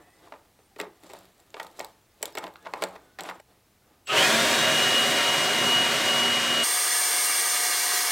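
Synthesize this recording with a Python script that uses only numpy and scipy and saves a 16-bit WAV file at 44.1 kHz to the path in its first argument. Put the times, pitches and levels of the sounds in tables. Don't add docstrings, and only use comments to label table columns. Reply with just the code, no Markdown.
import sys
import numpy as np
from scipy import signal
from scipy.fft import rfft, irfft, next_fast_len
from scipy.io import wavfile
from scipy.ndimage import uniform_filter1d

SR = 44100
rng = np.random.default_rng(int(sys.argv[2]) if len(sys.argv) > 2 else 0)


def field_ratio(decibels):
    return 10 ** (np.asarray(decibels, dtype=float) / 20)


def put_to_file(sound):
    columns = np.atleast_2d(sound).T
    safe = np.clip(columns, -1, 1)
    whole_steps = np.round(safe * 32767)
    wavfile.write(sys.argv[1], SR, whole_steps.astype(np.int16))


N = 357651
T = np.arange(N) / SR
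SCENE_CUT_S, SPEED_CUT_S, FADE_S = 3.408, 6.637, 0.012
SPEED_UP = 3


def unit(x):
    return x / np.sqrt(np.mean(x ** 2))


def curves(table):
    s, *columns = np.transpose(table)
    return [np.interp(T, s, c) for c in columns]


def lookup(x, table):
    return np.interp(x, *np.transpose(table))


def walk(rate):
    k = int(SR / rate)
    steps = np.repeat(rng.standard_normal(N // k + 1), k)
    return unit(uniform_filter1d(uniform_filter1d(steps, k), k)[:N])


def colour(x, points, peaks=(), speed=1):
    size = next_fast_len(N)
    hz = np.arange(size // 2 + 1) * SR / size / speed + 1
    corner_hz, corner_db = np.transpose(points)
    db = np.interp(np.log(hz), np.log(corner_hz), corner_db)
    db = db + sum(g / (1 + (2 * (hz - f) / w) ** 2) for f, w, g in peaks)
    return unit(irfft(rfft(x, size) * field_ratio(db), size)[:N])


def ring(x, hz, width):
    return signal.lfilter(*signal.iirpeak(hz, hz / width, fs=SR), x)


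def highpass(x, order, hz):
    return signal.sosfilt(signal.butter(order, hz, "high", fs=SR, output="sos"), x)


def tone(hz, db, flutter_db, rate):
    phase = 2 * np.pi * np.cumsum(hz) / SR
    return np.sqrt(2) * field_ratio(db + flutter_db * walk(rate)) * np.sin(phase)


def brief_tone(table):
    hz, db = curves(table)
    sounding = (T >= table[0][0]) * (T <= table[-1][0])
    return tone(hz + 20 * walk(120), db, 2.5, 70) * sounding


# (frequency [Hz], density [dB per Hz])
FLOOR = [(15, -36), (25, -9), (113, -3), (174, -11), (194, -8), (235, -9.5), (2890, -21), (3300, -22.5),
         (3990, -22), (7030, -24.5), (15800, -26)]


def floor(db, speed=1):
    return field_ratio(db) * colour(rng.standard_normal(N), FLOOR, speed=speed)


# (frequency [Hz], t60 [s], level [dB])
HALL = [(490, 0.18, 3), (880, 0.34, -4.5), (1340, 0.088, -6), (3680, 0.068, -1), (9700, 0.048, 9)]


def hall(x):
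    t = T[:SR // 2]
    tail = 0
    for f, t60, db in HALL:
        noise = unit(ring(rng.standard_normal(len(t)), f, f))
        tail = tail + field_ratio(db - 60 * t / t60) * noise
    return signal.fftconvolve(x, tail * np.clip(t / 0.0048, 0, 1))[:N]


def echoes(x, rate):
    bounce = rng.standard_normal((2, 4096)) * np.exp(-T[:4096] / 0.025)
    bounce = highpass(bounce, 4, 1100)
    bounce = bounce / np.sqrt(np.sum(bounce[0] ** 2))
    a, b = signal.oaconvolve(x[None], bounce, axes=1)[:, :N]
    turn = 0.6 * walk(rate)
    return x + field_ratio(-11) * (np.cos(turn) * a + np.sin(turn) * b)


# (peak time [s], length [s], level [dB], hiss level [dB])
STROKES = [(0, 0.2, -56, -70), (0.252, 0.36, -55.5, -60), (0.8, 0.036, -48, -45), (.83, .14, -59, -60),
           (.6, .08, -68, -70), (1.4, .08, -65, -69), (1.747, .08, -63, -68), (2.222, 0.036, -58, -60),
           (2.378, 0.037, -39, -46), (2.83, .04, -42, -44), (1.13, 0.5, -55.5, -56),
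           (1.617, 0.27, -52.5, -54), (1.808, 0.26, -56, -53), (2.266, 0.18, -49.5, -50.5),
           (2.43, 0.17, -42, -54), (2.665, 0.33, -56, -63), (2.826, 0.41, -45.5, -53.5),
           (3.21, 0.05, -40.5, -53), (3.272, 0.11, -41, -45.5), (3.355, 0.1, -54, -61),
           (3.517, 0.17, -63, -67), (3.907, 0.34, -64.5, -77)]


def stroke_db():
    rise_share, edge_db = 0.43, -18
    rest_db, rest_hiss_db = -75, -77
    power = field_ratio(2 * np.array([[rest_db], [rest_hiss_db]])) * (T < SCENE_CUT_S) + 1e-12
    for s, length, db, hiss_db in STROKES:
        away = np.maximum((s - T) / rise_share, (T - s) / (1 - rise_share)) / length
        power = power + field_ratio(2 * (np.array([[db], [hiss_db]]) + edge_db * away))
    return 10 * np.log10(power)


# (frequency [Hz], density [dB per Hz])
RUB_BODY = [(71, -49), (120, -7), (318, -2.5), (720, 1.5), (929, -5), (1070, -4.5), (2080, -13.5),
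            (3500, -29), (4550, -55), (7700, -120)]
# (frequency [Hz], density [dB per Hz])
RUB_HISS = [(2000, -6), (3800, 4.5), (6000, -4.5), (7800, -4), (10000, -6), (12500, -9), (15500, -21)]


def rub():
    body_db, hiss_db = stroke_db()
    grip_surge_db = 1.4 * walk(60)
    grains = rng.standard_normal(N) * field_ratio(1.9 * rng.exponential(size=N) + grip_surge_db)
    body = field_ratio(body_db - 0.5) * colour(grains, RUB_BODY)
    return body + field_ratio(hiss_db - 3.0) * colour(grains, RUB_HISS)


# (time [s], frequency [Hz], level [dB])
CHIRPS = [
    [(0, 1720, -70), (.07, 1800, -71), (.13, 1850, -80)],
    [(.62, 9400, -84), (.655, 8900, -73), (.675, 8550, -82)],
    [(2.57, 1650, -72), (2.62, 1700, -64), (2.7, 1680, -68), (2.73, 1650, -78)],
    [(2.97, 1600, -74), (3.08, 1480, -71), (3.18, 1480, -71)],
]
# (time [s], frequency [Hz], level [dB])
SCRAPES = [
    [(2.58, 3450, -80), (2.62, 3500, -72), (2.66, 3450, -80)],
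    [(3.0, 3550, -82), (3.08, 3500, -79), (3.16, 3450, -82)],
]
# (time [s], frequency [Hz], level [dB])
RINGS_ON = [
    [(1.81, 885, -53), (1.86, 885, -54), (1.95, 883, -70), (1.98, 883, -82)],
    [(2.85, 830, -50), (2.92, 830, -56), (2.97, 850, -66)],
    [(.02, 2550, -82), (.08, 2560, -75), (.15, 2570, -84)],
    [(2.86, 1300, -58), (2.93, 1290, -62), (3.0, 1280, -76)],
    [(.02, 8650, -80), (.16, 8600, -74), (.2, 8500, -84)],
    [(.55, 8450, -84), (.585, 8450, -76), (.62, 8400, -84)],
    [(.69, 780, -78), (.72, 780, -67), (.77, 775, -66), (.79, 775, -76)],
]
# (time [s], frequency [Hz], level [dB])
PING = [(0, 1975, -72), (.1, 1980, -69), (.2, 1985, -72), (.29, 1985, -84)]
# (time [s], frequency [Hz], level [dB])
PING_PARTNER = [(0, 1830, -74), (.1, 1850, -73), (.2, 1860, -84)]


def squeaks_and_rings():
    return sum(brief_tone(line) for line in [PING, PING_PARTNER, *CHIRPS, *SCRAPES, *RINGS_ON])


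# (time [s], level [dB])
TICKS = [(.7855, -45), (.761, -52), (.8, -29.5), (.8125, -31), (.844, -50), (1.0348, -46), (1.043, -50),
         (1.066, -48), (1.082, -54), (1.093, -44), (1.1, -46), (1.108, -48), (1.117, -52), (1.254, -46),
         (.795, -44), (1.134, -37.5), (1.1886, -44), (1.599, -37), (1.63, -36), (1.667, -41),
         (1.794, -29.5), (1.8097, -34.5), (1.846, -32), (2.2274, -16.5), (2.2288, -32), (2.2556, -22),
         (2.2781, -43), (2.218, -46), (2.324, -46), (2.538, -50), (2.4785, -47), (2.567, -49), (1.504, -48),
         (.024, -56), (.166, -56), (2.3519, -36), (2.3717, -34), (2.3839, -28), (2.4392, -38),
         (2.7363, -36), (2.8215, -27), (2.8377, -19), (3.188, -39), (3.2071, -26.5), (3.235, -33.5),
         (3.297, -38), (3.4005, -47)]
# (frequency [Hz], width [Hz], level [dB])
TICK_MODES = [(4130, 1400, 8.5), (5640, 390, 1.5), (7560, 990, 11), (9600, 820, -25), (12200, 2000, 8.5),
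              (15000, 1000, -5)]


def ticks():
    out, t = np.zeros(N + 512), T[:512]
    small_ticks = 260
    when = rng.uniform(0, SCENE_CUT_S, small_ticks)
    small_db = np.interp(when, T, stroke_db()[1]) + 2.5 + 2.5 * rng.exponential(size=small_ticks)
    for s, db in [*TICKS, *zip(when, small_db)]:
        noise = rng.standard_normal(512)
        push = noise * np.exp(-t / 0.001) * np.clip(t / 0.0007, 0, 1)
        click = 0
        for (f, w, g), chance in zip(TICK_MODES, noise[::-1]):
            bright_db = -6 * (f > 9000)
            click = click + field_ratio(g + 2.2 * chance + bright_db) * ring(push, f, w)
        out[int(s * SR):][:512] += field_ratio(db + 4.0) * click / np.abs(click).max()
    return out[:N]


# (time [s], level [dB], length [ms], tube pitch [Hz], wall ring [dB])
KNOCKS = [(.3367, -40, 3.9, 646, -2), (.588, -54, 4.9, 398, 0), (.7605, -42.5, 5.7, 380, 5),
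          (.7995, -25.5, 4.4, 358, 12.5), (1.028, -49.5, 18, 400, 3), (1.0943, -43, 18, 620, 4),
          (1.1349, -36, 1.9, 624, -3), (1.542, -34, 2.4, 766, 3), (1.5975, -27, 4.5, 870, 5),
          (1.788, -36, 8, 760, -7), (1.801, -27.5, 3.7, 630, 4.5), (1.8446, -42, 4.1, 880, -9),
          (2.209, -46, 3.6, 480, -2), (2.2285, -27.5, 2.7, 730, 2), (2.2507, -41, 6.6, 840, 7),
          (2.3505, -33, 4.9, 630, 6), (2.371, -26, 11, 760, 8.5), (2.4395, -32, 1.8, 730, 4),
          (2.4671, -36, 3, 750, 3), (2.5574, -38, 0.84, 1110, 13), (2.648, -45, 8.3, 800, 8),
          (2.7365, -23, 1.8, 800, -3), (2.821, -22.5, 6.6, 900, 3), (2.8365, -22.5, 3.6, 800, 1),
          (2.9525, -40.5, 4.7, 696, -6), (3.187, -32.5, 3.3, 900, 8), (3.2378, -36, 8, 640, 2),
          (3.248, -38, 14, 750, 7), (3.2875, -29.5, 4.8, 905, -1), (3.3964, -42.5, 6.2, 720, 3),
          (1.567, -36, 3, 900, -10), (2.656, -40, 4, 800, 3), (2.668, -32, 4.9, 800, -5),
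          (2.96, -42, 3.6, 900, 6), (3.193, -33, 5.1, 895, 6), (3.2075, -41, 2, 800, -2),
          (3.297, -32, 4.1, 1050, 0), (.8124, -33, 4.9, 397, 7), (.864, -43, 7.1, 420, -8),
          (2.827, -29, 2.9, 1210, -2)]
# (time [s], level [dB], length [ms])
BUMPS = [(.273, -48, 5.3), (0.3213, -35, 3.8), (.787, -37, 13), (.83, -36.5, 11), (0.851, -44, 4.9),
         (1.1477, -43, 5), (1.395, -62, 9.6), (.6, -63, 8.2), (1.575, -45, 6.7), (1.629, -44, 3.1),
         (1.662, -49, 7), (1.832, -42.5, 13), (2.2766, -43, 4), (2.423, -40, 21), (2.478, -39, 4.7),
         (2.662, -32.5, 6), (2.758, -37, 3), (2.905, -47, 5), (2.7687, -40, 6.4), (2.8, -49, 3.5),
         (2.8527, -40, 4.8), (2.8683, -52, 6), (3.215, -42, 6.6), (3.31, -33, 2.6), (3.319, -51, 3),
         (1.609, -38, 8), (1.642, -43, 9), (1.742, -54, 14), (1.852, -43, 5.1), (2.448, -40, 4.5),
         (1.208, -51, 5), (.36, -49, 4)]
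# (frequency [Hz], width [Hz], level [dB])
WALL_MODES = [(1310, 300, 21), (1860, 190, 11.5), (2360, 160, -14), (3400, 280, 1)]


def knocks():
    out, t = np.zeros(N + 4096), T[:4096]
    bump_hz, soft_wall_db = 800, -16
    blows = KNOCKS + [(*row, bump_hz, soft_wall_db) for row in BUMPS]
    for s, db, ms, hz, wall_db in blows:
        noise, size = rng.standard_normal((2, 4096))
        length = max(ms, 1) / 1000
        attack = np.clip(t / (0.23 * length), 0, 1)
        decay = np.exp(-np.clip(t - 0.67 * length, 0, 1) / (0.46 * length + 0.0014))
        push = noise * field_ratio(2.34 * size) * attack * decay
        column = ring(ring(push, hz, 0.99 * hz), hz, 1.3 * hz)
        wall = sum(field_ratio(g) * ring(push, f, w) for f, w, g in WALL_MODES)
        blow = unit(column) + field_ratio(wall_db - 7.5) * unit(ring(wall, 2620, 2400))
        loudest = np.sqrt(uniform_filter1d(blow ** 2, size=130).max())
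        out[int(s * SR):][:4096] += field_ratio(db - 2.0) * blow / loudest
    return out[:N]


# (frequency [Hz], width [Hz], level [dB])
TUBE_RINGS = [(184.4, 10, 11.5), (338, 70, 5.5), (420, 160, 0), (560, 61, -11), (720, 30, -6.5),
              (870, 24, 3.5), (1070, 40, -10), (1213, 50, -3.5), (1410, 46, -15), (1820, 45, -5),
              (2150, 60, -9)]


def tube(x):
    return highpass(x, 3, 290) + sum(field_ratio(db) * ring(x, hz, width) for hz, width, db in TUBE_RINGS)


# (time [s], frequency [Hz], level [dB])
WHINE = [(4.055, 7800, -72), (4.064, 7800, -54), (4.095, 7750, -50), (4.103, 7500, -49), (4.12, 7450, -52),
         (4.13, 7400, -64)]


def drive_whine():
    return brief_tone(WHINE)


# (peak time [s], length [s], frequency [Hz], waver [Hz], level [dB])
BUZZES = [
    (4.075, .007, 2900, 150, -43),
    (4.087, .012, 2950, 200, -36),
    (4.118, .05, 1260, 18, -32),
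    (4.135, .06, 1530, 35, -36),
    (4.157, .04, 600, 30, -29),
    (4.155, .04, 410, 20, -34),
    (4.19, .05, 570, 20, -35),
    (4.46, .08, 600, 30, -33),
]


def kick():
    start_s, attack_s, hold_s = 4.072, 0.03, 0.11
    rise_db = -28 * np.maximum(1 - (T - start_s) / attack_s, 0)
    fall_db = -400 * np.maximum(T - start_s - attack_s - hold_s, 0)
    shake = rng.standard_normal(N) * field_ratio(2.0 * walk(250))
    out = field_ratio(-27 + rise_db + fall_db) * unit(ring(ring(shake, 2850, 800), 2850, 800))
    for s, length, hz, waver, db in BUZZES:
        swell = np.exp(-(2 * (T - s) / length) ** 4)
        out = out + tone(hz + waver * walk(120), db, 2, 80) * swell
    return out


# (frequency [Hz], density [dB per Hz])
AIR = [(29, -55), (50, -89), (94, -18), (234, -13.5), (270, -10.5), (406, -4.5), (447, -7), (742, -6.5),
       (857, -12), (944, -4.5), (2660, -5), (2860, -2), (3070, -7.5), (8900, -15), (9900, -21),
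       (13000, -23.5), (15800, -31.5)]
# (shaft frequency [Hz], level [dB])
SHAFT_PATH = [(185, -27), (220, 5.5), (231, 2), (239, 0)]
SHAFT_LINES = (-42, -41.5, -65)


def blower(shaft_hz, blade_db, motor_db, roar_db, shares, edges_hz, trim_db, line_db, speed, duct):
    air = rng.standard_normal(N) * field_ratio(0.42 * walk(300 * speed))
    air = colour(echoes(air, 1.5 * speed), AIR, duct, speed)
    lows = [signal.sosfiltfilt(signal.butter(3, f, fs=SR, output="sos"), air) for f in edges_hz]
    bands = np.diff([0 * air, *lows, air], axis=0)
    gains = (shares[0], 0, *shares[1:])
    out = np.zeros(N)
    for band, gain_db, trim in zip(bands, gains, trim_db):
        out += unit(band) * field_ratio(roar_db + gain_db + trim + 0.58 * walk(9 * speed))
    lag = 1 - shaft_hz / shaft_hz.max()
    shaft_hz = shaft_hz * (1 + 0.0002 * walk(25 * speed) + 0.055 * lag * walk(180))
    blade_trim_db, motor_trim_db, shaft_trim_db = line_db
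    out += tone(12 * shaft_hz, blade_db + blade_trim_db, 0.8, 30)
    out += tone(16 * shaft_hz, motor_db + motor_trim_db, 2.8, 90)
    path_db = lookup(shaft_hz / round(speed), SHAFT_PATH)
    for order, db in zip((1, 3, 9), SHAFT_LINES):
        out += tone(order * shaft_hz, db + roar_db + shaft_trim_db + path_db, 1.9, 8 * speed)
    return out


# (gap at 4.14 s [Hz], time constant [s])
SPEED_GAPS = [(60, .175), (40, .035)]
# (time [s], shaft frequency [Hz])
HUNT = [(4.58, 241), (4.74, 241), (4.93, 240.4), (4.98, 240.9), (5.09, 240.1), (5.35, 240.2), (5.4, 239.4),
        (5.62, 239.3), (5.71, 241.2), (5.8, 241.1), (5.92, 239.3), (6.05, 239.3), (6.1, 240.4),
        (6.33, 241.2), (6.45, 239.2), (6.52, 240.2), (6.63, 240.3)]
# (time [s], level [dB])
SWELL = [(4.58, -7.5), (4.74, -2), (4.93, 0), (4.98, 4.5), (5.09, -5), (5.35, -1.5), (5.4, -5),
         (5.62, -3.5), (5.71, 2), (5.8, 2.5), (5.92, -6), (6.05, -8), (6.1, -0.5), (6.33, 0), (6.45, -7),
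         (6.52, -1.5), (6.63, -.5)]
# (frequency [Hz], level [dB])
BLADE_PATH = [(1100, -75), (2150, -44), (2250, -34), (2330, -40), (2420, -26), (2490, -21), (2530, -24),
              (2570, -37), (2650, -38), (2720, -40), (2770, -32), (2810, -33), (2835, -29)]
# (frequency [Hz], level [dB])
MOTOR_PATH = [(1500, -75), (2400, -46), (2580, -26), (2750, -30), (2930, -20), (3020, -24), (3080, -30),
              (3150, -25), (3240, -22), (3310, -38), (3460, -40), (3550, -31), (3610, -42), (3650, -30),
              (3710, -40), (3790, -33), (3850, -42)]
# (time [s], roar level [dB])
FLOW_DB = [(4.05, -63), (4.09, -40.5), (4.13, -26.5), (4.18, -23.5), (4.4, -25), (5.1, -27.5), (6.63, -29)]
# (frequency [Hz], width [Hz], level [dB])
DUCT = [(150, 33, 4), (288, 30, 0), (413, 20, 6), (455, 57, -4.5), (567, 53, 8), (621, 22, -11),
        (639, 18, 13), (766, 22, 10), (880, 100, -3), (951, 28, 9), (1003, 55, -6.5), (1172, 27, 5.5),
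        (1272, 47, -9), (1584, 90, 2), (1840, 72, 0), (1872, 18, 6.5), (2125, 20, 5), (2807, 230, -7),
        (3230, 310, 4.5)]


def run_up():
    gap_hz = sum(hz * np.exp(np.minimum((4.14 - T) / s, 5)) for hz, s in SPEED_GAPS)
    shaft_hz = np.maximum(curves(HUNT)[0] - gap_hz, 60)
    blade_db = lookup(12 * shaft_hz, BLADE_PATH) + curves(SWELL)[0]
    motor_db = lookup(16 * shaft_hz, MOTOR_PATH) - 4 * np.maximum(T - HUNT[0][0], 0)
    lag = np.minimum(1 - shaft_hz / shaft_hz.max(), 0.38) ** 2
    rumble_db, housing_db, hiss_db = -12.5 - 23 * lag, -1 - 36 * lag, -5.5 - 44 * lag
    puff_db = 23 * np.exp(-np.maximum(T - 4.07, 0) / 0.013)
    air = blower(shaft_hz, blade_db, motor_db, roar_db=curves(FLOW_DB)[0],
                 shares=[rumble_db, housing_db + puff_db, hiss_db + puff_db],
                 edges_hz=(300, 2000, 4500), trim_db=(-1.5, -0.56, -1.87, 0.33),
                 line_db=(3.5, -0.3, 27), speed=0.99, duct=DUCT)
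    return air * np.clip((T - 4.068) / 0.0088, 0, 1)


# (frequency [Hz], width [Hz], level [dB])
FILLED_DUCT = [(640, 17, -2), (652, 30, 3), (930, 26, 7), (955, 30, -8), (1233, 72, -6), (1247, 30, 8),
               (1410, 48, 3), (2120, 160, 3.5), (2160, 22, -7)]


def sped_up():
    since = np.maximum(T - SPEED_CUT_S, 0)
    blade_db = -30.5 - 9 * np.maximum(T - 7.33, 0)
    return blower(722.5 - 1.7 * since, blade_db, motor_db=-41.5, roar_db=-31 + 0.32 * since,
                  shares=(-12, -3, -2.5), edges_hz=(900, 4500, 7800), trim_db=(0.074, 0.12, 0.07, 2.6),
                  line_db=(2.5, -4, 30), speed=SPEED_UP, duct=DUCT + FILLED_DUCT)


def scene():
    hand = knocks() + ticks()
    hand = hand + field_ratio(-44.5) * hall(hand)
    hand = hand * np.clip((SCENE_CUT_S - T) / 0.0023, 0.05, 1)
    near = tube(hand + rub() * (T < 4.08)) + squeaks_and_rings()
    first = floor(-63.5) + near + drive_whine() + kick() + run_up()
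    fast = floor(-68.5, SPEED_UP) + sped_up()
    over = np.clip((T - SPEED_CUT_S) / FADE_S + 0.5, 0, 1)
    mono = np.sqrt(1 - over) * first + np.sqrt(over) * fast
    return np.array([mono, mono])


# (low edge [Hz], high edge [Hz])
FLECK_BANDS = [(5000, 6400), (5600, 7000), (5600, 7000), (4600, 5900), (6900, 8300), (8200, 9700),
               (11500, 13200), (13000, 14500), (14200, 15800)]


def stereo_flecks(x):
    side = np.zeros(N)
    window = np.sin(np.pi * np.arange(2048) / 2048)
    hz = np.arange(1025) * SR / 2048
    for place, band in rng.uniform(size=(52, 2)):
        start = 155 + 1024 * int(place * (N // 1024 - 3))
        low, high = FLECK_BANDS[int(band * len(FLECK_BANDS))]
        inside = (hz > low) & (hz < high)
        spectrum = np.abs(rfft(x[0, start:start + 2048] * window))
        size = np.median(spectrum[inside]) * field_ratio(-5)
        noise = rfft(rng.standard_normal(2048)) / 20
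        side[start:start + 2048] += window * irfft(inside * size * noise)
    return x + np.array([side, -side])


def band_limit(x):
    return signal.sosfilt(signal.butter(12, 17090, fs=SR, output="sos"), x)


def record(dry):
    top_cut = signal.ellip(10, 0.2, 80, 15850, fs=SR, output="sos")
    mix = stereo_flecks(signal.sosfilt(top_cut, dry))
    return band_limit(mix)


dry = scene()
out = record(dry)
put_to_file(out)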